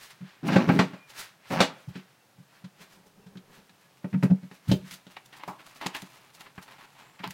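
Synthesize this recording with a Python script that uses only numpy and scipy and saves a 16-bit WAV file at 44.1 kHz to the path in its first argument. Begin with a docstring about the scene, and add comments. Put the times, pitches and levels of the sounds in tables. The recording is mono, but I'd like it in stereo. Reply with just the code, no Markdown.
"""Close stereo perspective on a wooden desk in a small, quiet room. A drawer judders open in two tugs,
cloth swishes as a pen is taken out, and the drawer rasps shut with a jolt (1.6 s). A phone rubs over a
hardback's hollow cover, then is set down in four thuds that ring the desk top (4.0-4.3 s). The book
lands on its spine with a puff of air (4.7 s), and its pages slide, crackle and flip to the end.
Room tone and a few faint, far whistles sit behind it all."""
import sys
import numpy as np
from scipy import signal
from scipy.fft import rfft, irfft, next_fast_len
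from scipy.io import wavfile
from scipy.ndimage import uniform_filter1d

SR = 44100
rng = np.random.default_rng(int(sys.argv[2]) if len(sys.argv) > 2 else 0)


def pcm_store(signal):
    """Save signal as 16-bit PCM."""
    levels = np.round(np.clip(np.atleast_2d(signal), -1, 1) * 32767)
    wavfile.write(sys.argv[1], SR, levels.astype(np.int16).T)


N = 323413
T = np.arange(N) / SR
HIT_T = T[:SR // 2]  # time axis of a one-shot


def undb(db):
    """Decibels to gain."""
    return 10 ** (np.asarray(db) / 20)


def unit(x):
    """Normalise to rms 1."""
    return x / np.sqrt(np.mean(x ** 2))


def at_hz(points, hz):
    """Read a curve along a log-frequency axis."""
    f, value = np.transpose(points)
    return np.interp(np.log(hz + 1), np.log(f), value)


def equalise(x, eq):
    """Shape a sound with an EQ curve."""
    size = next_fast_len(x.shape[-1])
    gain = undb(at_hz(eq, np.fft.rfftfreq(size, 1 / SR)))
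    return irfft(rfft(x, size) * gain, size)[..., :x.shape[-1]]


# Stereo width at the microphone: f/Hz, side relative to mid/dB
WIDTH = [(30, -8), (120, -9), (250, -6), (500, -4.5), (1000, -3.5), (2000, -0.5), (12000, 0)]
def spread(pair, eq):
    """Two unrelated signals become one EQ'd stereo texture at rms 1, narrow in the bass."""
    mid, side = equalise(pair, eq)
    side = equalise(side, WIDTH)
    return unit(np.array([mid + side, mid - side]))


def add(out, s, x):
    """Drop a sound on the timeline at s seconds."""
    i = max(int(s * SR), 0)
    out[:, i:i + x.shape[-1]] += x[..., :N - i]


def convolve(x, response):
    """Send a sound through an impulse response."""
    return signal.fftconvolve(x, np.atleast_2d(response), axes=-1)[:, :N]


def grains(per_s, scatter_db):
    """Friction grain: two streams of tiny slips, random in time and strength."""
    slips = rng.random(N) < per_s / SR
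    strength = undb(scatter_db * np.minimum(rng.exponential(size=N), 4))
    return unit(rng.standard_normal((2, N)) * slips * strength)


def fade(t60):
    """One-shot decay, down 60 dB after t60 seconds."""
    return np.exp(-np.log(1000) * HIT_T / t60)


def burst(eq, db, rise, t60, punch=0):
    """Noise hit for a dense ring of modes; punch adds a transient, db is the rms of the first 25 ms."""
    attack = (1 - np.exp(-HIT_T / max(rise, 1e-4))) ** 2
    envelope = attack * (fade(t60) + punch * fade(0.015))
    x = spread(rng.standard_normal((2, len(HIT_T))), eq) * envelope
    return x * undb(db) / np.sqrt(np.mean(x[:, :SR // 40] ** 2))


def stroke(peak_s, length):
    """Speed of a gesture, 0-1: it swells and dies, staying within 20 dB of its peak for its length."""
    rise_share = 0.44
    away = np.maximum((peak_s - T) / rise_share, (T - peak_s) / (1 - rise_share)) / length
    return np.exp(-np.log(10) * np.minimum(away, 20))


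# Room tone EQ: f/Hz, level/dB
ROOM_TONE_EQ = [(18, -60), (30, -55.5), (133, 9.5), (237, -1), (479, -2.5), (639, -2.5), (808, -0.5),
                (1050, -5), (1680, -5.5), (2020, -8), (5450, -13), (7080, -15.5), (15500, -19.5)]
def room_tone():
    """The quiet room's air: a steady, dark noise bed."""
    return undb(-60.5) * spread(rng.standard_normal((2, N)), ROOM_TONE_EQ)


# Reverb decay of the room: f/Hz, t60/s
ROOM_T60 = [(150, 0.19), (500, 0.53), (2500, 0.61), (6000, 0.29), (14000, 0.26)]
def room(x, early_db, late_db):
    """Early reflections off the desk top and near wall, then a faint tail from the rest of the room."""
    shape = (2, len(HIT_T))
    hz, s, bins = signal.stft(rng.standard_normal(shape), SR, nperseg=256)
    decay = np.exp(-np.log(1000) * s / at_hz(ROOM_T60, hz)[:, None])
    late = signal.istft(bins * decay, SR)[1][:, :len(HIT_T)]
    early_eq = [(100, -18.5), (400, 4), (1500, -1.5), (15000, -2.0)]  # f/Hz, level/dB
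    early = spread(rng.standard_normal(shape), early_eq) * fade(0.14)
    response = undb(early_db) * unit(early * (HIT_T > 0.004))
    response += undb(late_db) * unit(late * (HIT_T > 0.015))
    return x + convolve(x, response / np.sqrt(len(HIT_T)))


# Thin whistles, like a far bird: t/s, length/s, f/Hz, level/dB
WHISTLES = [(.955, .14, 2417, -61), (2.18, .08, 2690, -72), (2.71, .06, 2690, -74), (3.19, .09, 2680, -72),
            (3.72, .06, 2690, -74), (3.82, .08, 1690, -72), (4.37, .13, 2229, -72), (4.55, .2, 2130, -76)]
def whistles():
    """Short, pure notes from far off, each eased in and out."""
    out = np.zeros((2, N))
    for s, length, hz, db in WHISTLES:
        t = HIT_T[HIT_T < length]
        swell = np.sin(np.pi * t / length)
        add(out, s, undb(db) * np.sqrt(2) * swell * np.sin(2 * np.pi * hz * t))
    return out


def rub_and_hiss(strokes):
    """Gain envelopes for a run of strokes; the hiss grows faster with speed than the rub."""
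    rub, hiss = np.zeros(N), np.zeros(N)
    for s, length, rub_db, hiss_db in strokes:
        speed = stroke(s, length)
        rub = np.maximum(rub, undb(rub_db) * speed)
        hiss = np.maximum(hiss, undb(hiss_db) * speed ** 1.6)
    return rub, hiss


# Airy top end of sliding surfaces: f/Hz, level/dB
HISS_EQ = [(1800, -8), (4000, -1), (6000, -3), (8500, -6.5), (11000, -7.5), (15500, -12)]
def sliding(rub, hiss, rub_eq, per_s, scatter_db):
    """Fibres catch and let go as surfaces slide: a dull rub under a fine hiss."""
    body = rub * spread(grains(per_s, scatter_db), rub_eq)
    return body + hiss * spread(grains(per_s, scatter_db), HISS_EQ)


# Swishes of cloth and the hiss of the sliding drawer: peak t/s, length/s, rub level/dB, hiss level/dB
SWISHES = [(.035, 0.32, -49, -47), (.11, .1, -47.5, -49.5), (.29, 0.37, -51.5, -76),
           (.478, 0.073, -45, -39), (.535, 0.15, -30, -47), (.74, 0.48, -42, -49), (1.105, 0.11, -48, -48),
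           (1.2, .21, -39.5, -36.5), (1.475, 0.19, -49.5, -62), (1.53, 0.21, -59, -41),
           (1.61, 0.15, -35, -44), (1.8, 0.58, -63, -61.5), (1.97, .2, -48, -59), (2.1, .3, -63.5, -73.5),
           (2.56, 0.43, -59.5, -66), (2.82, 0.15, -49, -50.5), (2.93, 0.26, -58, -56),
           (3.07, 0.091, -72, -58), (3.55, 0.25, -54.5, -56.5), (4.55, 0.19, -58, -56.5),
           (4.71, 0.22, -52, -47.5), (4.88, 0.21, -51, -51), (4.94, 0.064, -51, -41)]
# Rub EQ of the swishes: f/Hz, level/dB
SWISH_EQ = [(100, -13.5), (250, -15), (480, -6.5), (900, 0.5), (1600, 4.5), (2800, 0), (4500, -6.5),
            (7000, -17), (11000, -30.5)]
def swishes():
    """Dense, even slips blend into swishes of cloth and the hiss of the sliding drawer."""
    return sliding(*rub_and_hiss(SWISHES), SWISH_EQ, per_s=12000, scatter_db=0.5)


# Air squeezed from under the book and its covers: t/s, level/dB, t60/s
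PUFFS = [(1.883, -44, 0.078), (4.680, -33.5, 0.074), (4.712, -27.5, 0.17), (6.576, -51, 0.061),
         (7.269, -54, 0.18)]
# Bassy puff EQ: f/Hz, level/dB
PUFF_EQ = [(30, -22), (60, 0), (120, 6), (170, 6.5), (260, -12), (450, -36.5)]
def puffs():
    """Two flat faces close and push out a soft, deep puff of air."""
    out = np.zeros((2, N))
    for s, db, t60 in PUFFS:
        add(out, s, burst(PUFF_EQ, db, rise=0.0062, t60=t60))
    return out


# Phone drags across the book: peak t/s, length/s, level/dB
PHONE_DRAGS = [(2.819, 0.11, -55), (2.976, 0.18, -57), (3.069, 0.035, -54), (3.188, 0.24, -59),
               (3.324, 0.41, -60), (3.504, 0.17, -57), (3.579, .18, -55)]
# Hollow body of the cover: f/Hz, level/dB
COVER_EQ = [(120, -5.5), (190, 10.5), (300, -6), (450, 2), (650, -10), (1000, -6), (2000, -33)]
def phone_drag():
    """The phone's case rubs over the hard cover, which sounds hollow."""
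    drag = sum(undb(db) * stroke(s, length) for s, length, db in PHONE_DRAGS)
    return drag * spread(grains(per_s=2600, scatter_db=-0.5), COVER_EQ)


# Paper crackle EQ: f/Hz, level/dB
CRACKLE_EQ = [(100, -51), (400, -41), (1000, -6.5), (1800, 2), (3000, -1), (4500, -9.5), (8000, -30.5)]
def crackles(rub):
    """Small creases pop in the moving sheets, each with a tiny ring."""
    pops = spread(grains(per_s=150, scatter_db=5.0), CRACKLE_EQ) * rub
    sheet = rng.standard_normal(SR // 50) * fade(0.028)[:SR // 50]
    return undb(-12.5) * convolve(pops, sheet / np.sqrt(np.sum(sheet ** 2)))


def crinkle(depth_db, step_samples):
    """Level flutter of a sheet that catches and frees itself in quick, uneven steps."""
    steps = np.repeat(rng.standard_normal(N // step_samples + 1), step_samples)[:N]
    return undb(depth_db * uniform_filter1d(steps, step_samples // 2))


# Page-on-page slides: peak t/s, length/s, rub level/dB, hiss level/dB
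PAGE_SLIDES = [(5.12, .14, -56.5, -57), (5.37, .14, -55.5, -56.5), (5.47, 0.44, -56, -72),
               (5.61, .1, -47, -58), (5.68, 0.26, -51, -52), (5.765, 0.084, -50.5, -47.5),
               (6, 0.13, -66, -54), (6.1, 0.78, -54, -57), (6.35, 0.11, -60, -49.5),
               (6.41, 0.16, -48, -50.5), (6.47, 0.07, -45.5, -86), (6.63, 0.093, -49, -45.5),
               (6.72, 0.21, -47, -56), (6.83, 0.2, -50, -58), (6.93, .08, -59, -58), (7.01, 0.36, -50, -61),
               (7.31, .2, -54, -66)]
# Paper rub EQ: f/Hz, level/dB
PAPER_EQ = [(100, -11), (250, -1.5), (480, -9), (900, 3), (1400, -1), (2600, -3), (4200, -10.5),
            (7000, -31)]
# Thin hiss of a lifted page's edge: f/Hz, level/dB
PAGE_EDGE_EQ = [(5500, -40), (6700, -7), (7350, 0), (8000, -7), (9500, -40)]
def pages():
    """Sheets slide, crease and hiss along one edge; the book rustles faintly all the while it is held."""
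    rub, hiss = rub_and_hiss(PAGE_SLIDES)
    held = np.clip((T - 3.6) / 0.064, 0, 1)
    rub, hiss = np.hypot(rub, undb(-67.5) * held), np.hypot(hiss, undb(-70.5) * held)
    rustle = sliding(rub, hiss, PAPER_EQ, per_s=5000, scatter_db=2.8)
    rustle *= crinkle(depth_db=2.4, step_samples=800)
    edge_gain = undb(-70) * stroke(peak_s=7.07, length=0.9)
    edge = edge_gain * spread(rng.standard_normal((2, N)), PAGE_EDGE_EQ)
    return rustle + crackles(rub) + edge


# Flicks of paper, cover and case: t/s, flap level/dB, crackle level/dB, hiss level/dB, base t60/s
FLICKS = [(4.232, -47, -48, -44, 0.1), (4.714, -65, -39, -53, 0.099), (4.909, -78, -46, -43.5, 0.2),
          (5.166, -45, -43.5, -70, 0.059), (5.258, -84, -72, -55.5, .04), (5.327, -53.5, -48, -60, 0.16),
          (5.395, -52.5, -51.5, -77, 0.24), (5.435, -42, -45.5, -60, 0.022), (5.476, -35.5, -61, -50, 0.22),
          (5.811, -38.5, -38.5, -52.5, 0.38), (5.862, -35, -35, -41.5, 0.047),
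          (5.946, -42, -33.5, -44.5, 0.14), (5.964, -45, -47, -46, 0.052), (6.019, -58, -50.5, -48, 0.031),
          (6.578, -46.5, -55, -80, 0.042), (7.191, -56, -49.5, -74, 0.086), (7.235, -43, -49, -66, 0.036),
          (7.239, -36, -36, -62, 0.088), (7.274, -46, -49.5, -56, 0.026), (7.306, -73, -51, -44.5, 0.042)]
# Body of the flap: f/Hz, level/dB
FLAP_EQ = [(50, -36), (150, -19), (330, -9.5), (480, -24), (700, -12), (900, -4), (1200, -11), (2500, -52)]
def flicks():
    """A brief, faint swell of noise leads into each flick; a sheet flaps, crackles and hisses over."""
    out = np.zeros((2, N))
    rise_s, lead_in_t60_s, lead_in_db = 0.00082, 0.048, -15
    for s, flap_db, crackle_db, hiss_db, t60 in FLICKS:
        lead_in = burst(CRACKLE_EQ, crackle_db, 0, lead_in_t60_s)
        lead_in += burst(HISS_EQ, hiss_db, 0, lead_in_t60_s)
        add(out, s - HIT_T[-1], undb(lead_in_db) * lead_in[:, ::-1])  # reversed, so it swells
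        add(out, s, burst(FLAP_EQ, flap_db, rise_s, t60, punch=0.34))
        add(out, s, burst(CRACKLE_EQ, crackle_db, rise_s, t60, punch=0.65))
        add(out, s, burst(HISS_EQ, hiss_db, rise_s, t60 * 0.92, punch=0.4))
    return out


# Page snaps: t/s, peak level/dB
SNAPS = [(5.8688, -13), (7.276, -28)]
def snaps():
    """A page buckles with a sharp click, near the centre of the image."""
    out = np.zeros((2, N))
    band = signal.butter(1, [900, 5000], "band", fs=SR, output="sos")
    for s, db in SNAPS:
        mid, side = rng.standard_normal((2, len(HIT_T))) * fade(0.0026)
        snap = signal.sosfilt(band, [mid + 0.18 * side, mid - 0.18 * side])
        add(out, s, undb(db) * snap / np.abs(snap).max())
    return out


# Resonances of the desk's thin panels: f/Hz, level/dB
PANEL_MODES = [(481, 0), (538, -4), (615, -2), (829, -3), (919, 0), (1180, -3), (1335, -2), (1405, -3),
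               (1596, -3), (1931, -3), (2331, -3), (2510, -3), (2722, -4), (2934, -5), (3134, -6),
               (4131, -5)]
def panels(x):
    """Contact noise sets the thin panels ringing briefly, in a different phase on each side."""
    phases = rng.uniform(0, 2 * np.pi, (len(PANEL_MODES), 2, 1))
    modes = sum(undb(db) * np.sin(2 * np.pi * hz * HIT_T + p) for (hz, db), p in zip(PANEL_MODES, phases))
    ring = modes * fade(0.075)
    return x + undb(-14) * convolve(x, ring / np.sqrt(np.sum(ring[0] ** 2)))


# Low modes of the desk top: f/Hz, level/dB, unloaded t60/s
DESK_MODES = [(112, -26.5, 0.072), (146.9, -2, 0.15), (172, -5, 0.14), (186.75, 5, 0.17),
              (210.5, 4.5, 0.09), (256.3, 4.5, 0.085), (363, -5.5, 0.14), (398.5, -16, 0.19),
              (488, -9, 0.086), (605, -14.5, 0.27), (695, -21.5, .12)]
def thump(peak_db, contact_s, ring_share):
    """A blow pushes the desk: longer contact is deeper and slower; a resting load shortens the ring."""
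    ring = sum(undb(db) * np.sin(2 * np.pi * hz * HIT_T) * fade(t60 * ring_share)
               for hz, db, t60 in DESK_MODES)
    push = np.sin(np.pi * np.minimum(HIT_T[:SR // 50] / contact_s, 1))
    swing = (1 - np.exp(-HIT_T / (2.17 * contact_s))) ** 2  # the boards take a few cycles to swing up
    bass_cut = signal.butter(4, 105, "high", fs=SR, output="sos")  # a board this size radiates no sub
    x = signal.sosfilt(bass_cut, signal.fftconvolve(ring * swing, push))
    return undb(peak_db) * x / np.abs(x).max()


# Low, mid and high layers of a wood hit, each: f/Hz, level/dB
KNOCK_EQ = [(50, -55), (120, -28), (270, -1), (500, 0), (800, -4), (1200, -17), (2500, -45)]
CLACK_EQ = [(100, -54), (400, -43), (900, 1.5), (1500, 1), (2500, -3.5), (3600, -19), (5500, -24),
            (9000, -53.5)]
CRACK_EQ = [(1500, -52), (2900, -1), (4000, -1.5), (5500, -9), (7500, -14), (10000, -24), (15500, -35.5)]
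def clatter(knock_db, clack_db, crack_db, contact_s, base_t60):
    """The wood answers a blow with a low knock, a clack and a bright crack."""
    return (burst(KNOCK_EQ, knock_db, rise=0.61 * contact_s, t60=base_t60 * 0.65, punch=0.39)
            + burst(CLACK_EQ, clack_db, rise=0.67 * contact_s, t60=base_t60 * 0.78, punch=0.26)
            + burst(CRACK_EQ, crack_db, rise=0.94 * contact_s, t60=base_t60 * 0.98, punch=0.24))


# Hits on the desk top:
# t/s, thump peak level/dB, clack level/dB, crack level/dB, contact/ms, ring share (0-1)
DESK_HITS = [(0.208, -33.5, -60, -85, 4.9, 0.82), (1.881, -31, -64, -61.5, 7.8, .3),
             (1.954, -33.5, -49, -56, 1.9, 0.95), (2.385, -43.5, -72.5, -72, 7.14, 0.56),
             (2.64, -36, -55.5, -56.5, 4.2, 0.5), (3.263, -43.5, -64, -63.5, 4.7, .45),
             (3.353, -38.5, -59, -70, 2.2, 0.63), (3.369, -45, -59, -56, 2.1, 0.8),
             (3.692, -57, -62, -61.5, 1.8, 0.63), (4.043, -24.5, -49, -75, 1.6, 0.64),
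             (4.127, -29.5, -48, -70, 3.8, 0.22), (4.137, -16.5, -43.5, -77, 3.9, 0.94),
             (4.226, -21.5, -35, -61, 1.26, 0.85), (4.234, -11, -51, -60, 2.86, 0.57),
             (4.249, -17.5, -45, -67, 4.4, 0.23), (4.299, -17, -51.5, -60, 4.5, 0.8),
             (4.31, -13, -73, -77, 3.8, .52), (4.429, -35.5, -63, -66, 3.4, 0.68),
             (4.512, -42, -52.5, -63, 0.95, 0.8), (4.676, -36, -54, -53.5, 5.1, 0.1),
             (4.691, -16, -45, -46.5, 7.2, 0.43), (4.714, -10.5, -50, -32, 1.34, 0.76),
             (4.822, -38, -80, -70, 4.3, 0.96), (4.915, -46.5, -74, -55, 4.2, 0.9),
             (5.066, -43, -59, -57, 0.97, 0.75), (5.481, -38, -44, -70, 1.9, 0.74),
             (5.86, -28, -61, -39, 0.82, 0.64), (6.025, -36.5, -61, -74, 1.3, 0.64),
             (6.578, -42, -46.5, -73, 1.8, 0.6), (7.2, -40.5, -48, -78, 2.3, 0.58),
             (7.261, -37.5, -52, -57, 4.5, 0.7)]
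def desk_hits():
    """Hands, phone and book land on the desk top, where the books damp the clatter."""
    thumps, wood = np.zeros((2, N)), np.zeros((2, N))
    for s, thump_db, clack_db, crack_db, contact_ms, ring_share in DESK_HITS:
        contact_s = contact_ms / 1000
        knock_db = thump_db - 15 - 6 * np.log2(contact_ms)  # softer hits knock less
        add(thumps, s - contact_s, thump(thump_db, contact_s, ring_share))
        add(wood, s, clatter(knock_db, clack_db, crack_db, contact_s, base_t60=0.07))
    return thumps + panels(wood)


# Drawer runs, two out and one back: t/s, length/s, attack/s, rumble level/dB, scrape level/dB
DRAWER_RUNS = [(0.427, 0.19, 0.1, -23, -32.5), (0.674, 0.11, 0.01, -22.5, -40),
               (1.499, 0.11, 0.017, -29, -30)]
# Low judder and gritty rasp of the runners, each: f/Hz, level/dB
RUMBLE_EQ = [(40, -40), (80, -35), (125, 2), (170, 6.5), (250, 6), (350, -5), (480, -12.5), (900, -55.5)]
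SCRAPE_EQ = [(200, -27), (480, 4), (750, 9.5), (1100, 2.5), (2200, -0.5), (3500, -10), (5800, -15),
             (7500, -33), (15500, -34.5)]
def drawer_runs():
    """Wood sticks and slips on wood: quick judders shake the desk, each letting go a rasp of fine slips."""
    rumble_gain, scrape_gain = np.zeros(N), np.zeros(N)
    release_t60_s = 0.31
    for s, length, attack, rumble_db, scrape_db in DRAWER_RUNS:
        speed = np.clip((T - s) / attack, 0, 1)
        release = np.exp(-np.log(1000) * np.maximum(T - s - length, 0) / release_t60_s)
        rumble_gain += undb(rumble_db) * np.sqrt(speed) * release
        scrape_gain += undb(scrape_db) * speed ** 0.8 * release  # grows faster with speed than the rumble
    judder = spread(grains(per_s=780, scatter_db=-0.8), RUMBLE_EQ)
    power = uniform_filter1d(np.mean(judder ** 2, axis=0), size=700)
    rumble = unit(judder / np.sqrt(power + 0.05))  # friction limits the swing, like a compressor
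    grip = unit(np.maximum(rumble.mean(axis=0), 0) + 0.55)
    scrape = spread(grains(per_s=14000, scatter_db=1.5), SCRAPE_EQ) * grip
    return rumble * rumble_gain + panels(scrape * scrape_gain)


# Drawer jolts: t/s, thump peak level/dB, clack level/dB, crack level/dB
DRAWER_JOLTS = [(.435, -34, -52.5, -68.5), (.483, -41, -31, -64), (.558, -7, -24.5, -36.5),
                (.689, -9, -25.5, -53), (.789, -10, -22, -30), (0.932, -35.5, -50, -57.5),
                (1.603, -15.5, -19.5, -22)]
def drawer_jolts():
    """The drawer hits its guides and stops hard, and rattles on."""
    thumps, wood = np.zeros((2, N)), np.zeros((2, N))
    contact_s = 0.00133
    for s, thump_db, clack_db, crack_db in DRAWER_JOLTS:
        knock_db = clack_db - 0.5
        add(thumps, s - contact_s, thump(thump_db, contact_s, ring_share=0.75))
        add(wood, s, clatter(knock_db, clack_db, crack_db, contact_s, base_t60=0.16))
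    return thumps + panels(wood)


def scene():
    """The mix: far whistles and close foley share one reverb, over the room tone."""
    handling = swishes() + puffs() + phone_drag()
    paper = pages() + flicks() + snaps()
    wood = desk_hits() + drawer_runs() + drawer_jolts()
    return room_tone() + room(whistles() + handling + paper + wood, early_db=-9.0, late_db=-23.5)


def record(dry):
    """The stereo microphone: the mids lean slightly left, and a steep low-pass cuts the very top."""
    left_eq = [(150, -0.0069), (600, 0.41), (1200, 0.73), (2400, -0.31), (12000, -0.38)]  # f/Hz, level/dB
    right_eq = [(hz, -db) for hz, db in left_eq]
    x = np.array([equalise(dry[0], left_eq), equalise(dry[1], right_eq)])
    top_cut = signal.ellip(10, 0.2, 80, 15900, fs=SR, output="sos")
    return signal.sosfilt(top_cut, np.clip(x, -1, 1))


dry = scene()
out = record(dry)
pcm_store(out)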